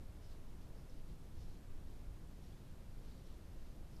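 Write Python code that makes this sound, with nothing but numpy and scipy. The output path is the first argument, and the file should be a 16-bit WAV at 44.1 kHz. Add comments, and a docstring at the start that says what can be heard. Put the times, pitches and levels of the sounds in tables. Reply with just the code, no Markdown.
"""An elk walks through tall grass at night, a few metres from a trail camera.
Each stride brushes the blades against its legs in a soft, grainy swish,
and now and then a bent dry stalk lets go with a tick. It all lies barely above the
microphone's steady rumble and hiss, with a few dull bumps and a faint murmur of night air."""
import sys
import numpy as np
from scipy import signal
from scipy.fft import rfft, irfft
from scipy.io import wavfile
from scipy.ndimage import uniform_filter1d

SR = 44100
rng = np.random.default_rng(int(sys.argv[2]) if len(sys.argv) > 2 else 0)


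def wav_out(sig):
    """Save sig, one row per channel (or a flat mono array), as 16-bit PCM at SR to the path in sys.argv[1]."""
    wavfile.write(sys.argv[1], SR, np.round(np.clip(np.atleast_2d(sig).T, -1, 1) * 32767).astype(np.int16))


N = 176400

# leg swishes through the grass: centre t/s, half length/s, level/dB, hiss f/Hz, hiss width/Hz
SWISHES = [(.254, .028, -73, 5300, 1200), (.32, 0.026, -73.5, 4400, 2000), (.62, 0.026, -78.5, 4300, 2800),
           (0.79, .04, -78.5, 5200, 1400), (0.924, 0.051, -78.5, 4900, 2800),
           (1.102, 0.032, -79.5, 4360, 2800), (1.417, 0.039, -74, 5240, 2000),
           (1.515, 0.044, -75.5, 4370, 2400), (1.964, 0.071, -79.5, 4200, 2800),
           (2.343, .051, -84, 4600, 2800), (2.465, .028, -77.5, 5600, 650),
           (2.526, 0.12, -78.5, 3870, 2800), (3.107, 0.087, -76, 4400, 2700), (3.27, .018, -77, 5500, 1100),
           (3.31, 0.049, -77.5, 3500, 1500), (3.60, .17, -81, 4700, 2800), (3.97, 0.047, -77, 5050, 1700)]
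# EQ curve of brushed blades: f/Hz, level/dB
BLADE_EQ = [(500, -9), (2000, -11), (3000, -0.5), (3900, 0), (5600, -7), (6800, -5.5), (9000, -13),
            (13500, -11)]
# dry stalk ticks: t/s, level/dB, f/Hz, decay/s
STALK_TICKS = [(.896, -69, 5300, .003), (0.999, -64, 3300, 0.0018), (1.089, -69.3, 4300, .002),
               (1.884, -69.5, 4600, .003), (2.525, -69, 3470, .005), (3.042, -67, 3600, .002),
               (3.114, -71, 4150, .01), (3.967, -68.5, 5000, .002)]
# soft bumps in the rumble: centre t/s, level/dB, f/Hz
LOW_BUMPS = [(.07, -56, 30.2), (.705, -50, 29.8), (1.11, -50.5, 49.3), (1.419, -51.5, 58),
             (2.09, -49.5, 41.4)]
# fader curve of the night air: t/s, level/dB
AIR_LEVELS = [(0, -84), (.25, -71), (.5, -78), (.76, -70), (1.0, -76.5), (1.45, -75.5), (1.97, -73.5),
              (2.4, -79.5), (3.2, -74), (4, -76)]
# EQ curve of the microphone's rumble and hiss: f/Hz, level/dB
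MIC_NOISE_EQ = [(5, -17), (9, 5.5), (18, 3), (27, -2), (50, -7), (100, -12), (170, -16), (240, -20.5),
                (310, -22.5), (400, -27.5), (800, -34.5), (1400, -39.5), (2500, -44), (5000, -47),
                (7000, -49.5), (10000, -50.5), (13500, -51)]


def grass_swishes(t):
    """Blades flick and rub against the legs; each swish swells and fades with its own band of hiss."""
    flicks_per_s, spread_db, rub_db, blades_db = 1400, 4, -2, 0.5
    flutter_db, flutter_per_s = 1, 22
    flicks = (rng.random(N) < flicks_per_s / SR) * rng.choice([-1, 1], N)
    accents = undb(spread_db * np.minimum(rng.exponential(size=N), 4))  # a few grains stand out
    rub = undb(rub_db) * rng.standard_normal(N)
    blades = colour(unit(flicks * accents) + rub, BLADE_EQ)
    out = np.zeros(N)
    for middle, half, db, hz, width_hz in SWISHES:
        hiss = band(rng.standard_normal(N), hz, width_hz)
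        grains = undb(blades_db) * np.roll(blades, rng.integers(N))  # fresh texture for each swish
        out += undb(db) * swell(t, middle, half) * unit(hiss + grains)
    return out * undb(flutter_db * walk(flutter_per_s))


def swell(t, middle, half):
    """A smooth rise and fall."""
    return np.exp(-.5 * ((t - middle) / half) ** 2)


def stalk_ticks(t):
    """A bent stalk lets go with a tiny dry tick: instant attack, fast decay."""
    out = np.zeros(N)
    for start, db, hz, decay_s in STALK_TICKS:
        fade = (t >= start) * np.exp(-np.abs(t - start) / decay_s)
        out += undb(db) * fade * band(rng.standard_normal(N), hz, width_hz=1300)
    return out


def low_bumps(t):
    """The rumble swells briefly into soft, dull bumps."""
    out = np.zeros(N)
    for middle, db, hz in LOW_BUMPS:
        low_end = band(rng.standard_normal(N), hz, width_hz=54)
        out += undb(db) * swell(t, middle, half=0.023) * low_end
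    return out


def night_air(t):
    """Air murmurs faintly in the low mids, drifting in level."""
    level_db = np.interp(t, *np.array(AIR_LEVELS).T)
    return undb(level_db) * band(rng.standard_normal(N), hz=452, width_hz=410)


def microphone_noise():
    """The microphone lays down a steady bed of deep rumble and thin hiss."""
    return undb(-49) * colour(rng.standard_normal(N), MIC_NOISE_EQ)


def undb(db):
    """Decibels to gain."""
    return 10 ** (np.asarray(db) / 20)


def unit(x):
    """Scale to rms 1."""
    return x / np.sqrt(np.mean(x ** 2))


def colour(x, points):
    """Give a sound a spectrum of (Hz, dB) points, at rms 1."""
    hz, db = np.array(points).T
    bins = np.maximum(np.arange(N // 2 + 1) * SR / N, 1)
    return unit(irfft(rfft(x) * undb(np.interp(np.log(bins), np.log(hz), db)), N))


def band(x, hz, width_hz):
    """A broad resonance applied twice, at rms 1."""
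    b, a = signal.iirpeak(min(hz, SR / 3), hz / width_hz, fs=SR)
    return unit(signal.lfilter(b, a, signal.lfilter(b, a, x)))


def walk(rate):
    """Random levels held 1 / rate s and slewed twice; spread 1."""
    k = int(SR / rate)
    steps = np.repeat(rng.standard_normal(N // k + 1), k)
    return unit(uniform_filter1d(uniform_filter1d(steps, k), k)[:N])


def scene():
    """A mono mix of the elk's swishes and ticks over the background bed."""
    t = np.arange(N) / SR
    elk = grass_swishes(t) + stalk_ticks(t)
    bed = low_bumps(t) + night_air(t) + microphone_noise()
    return (elk + bed)[None]


def record(dry):
    """The camera cuts the top end steeply."""
    cutoff_hz = 13950
    high_cut = signal.ellip(12, .1, 70, cutoff_hz, fs=SR, output="sos")
    return signal.sosfilt(high_cut, dry)


dry = scene()
out = record(dry)
wav_out(out)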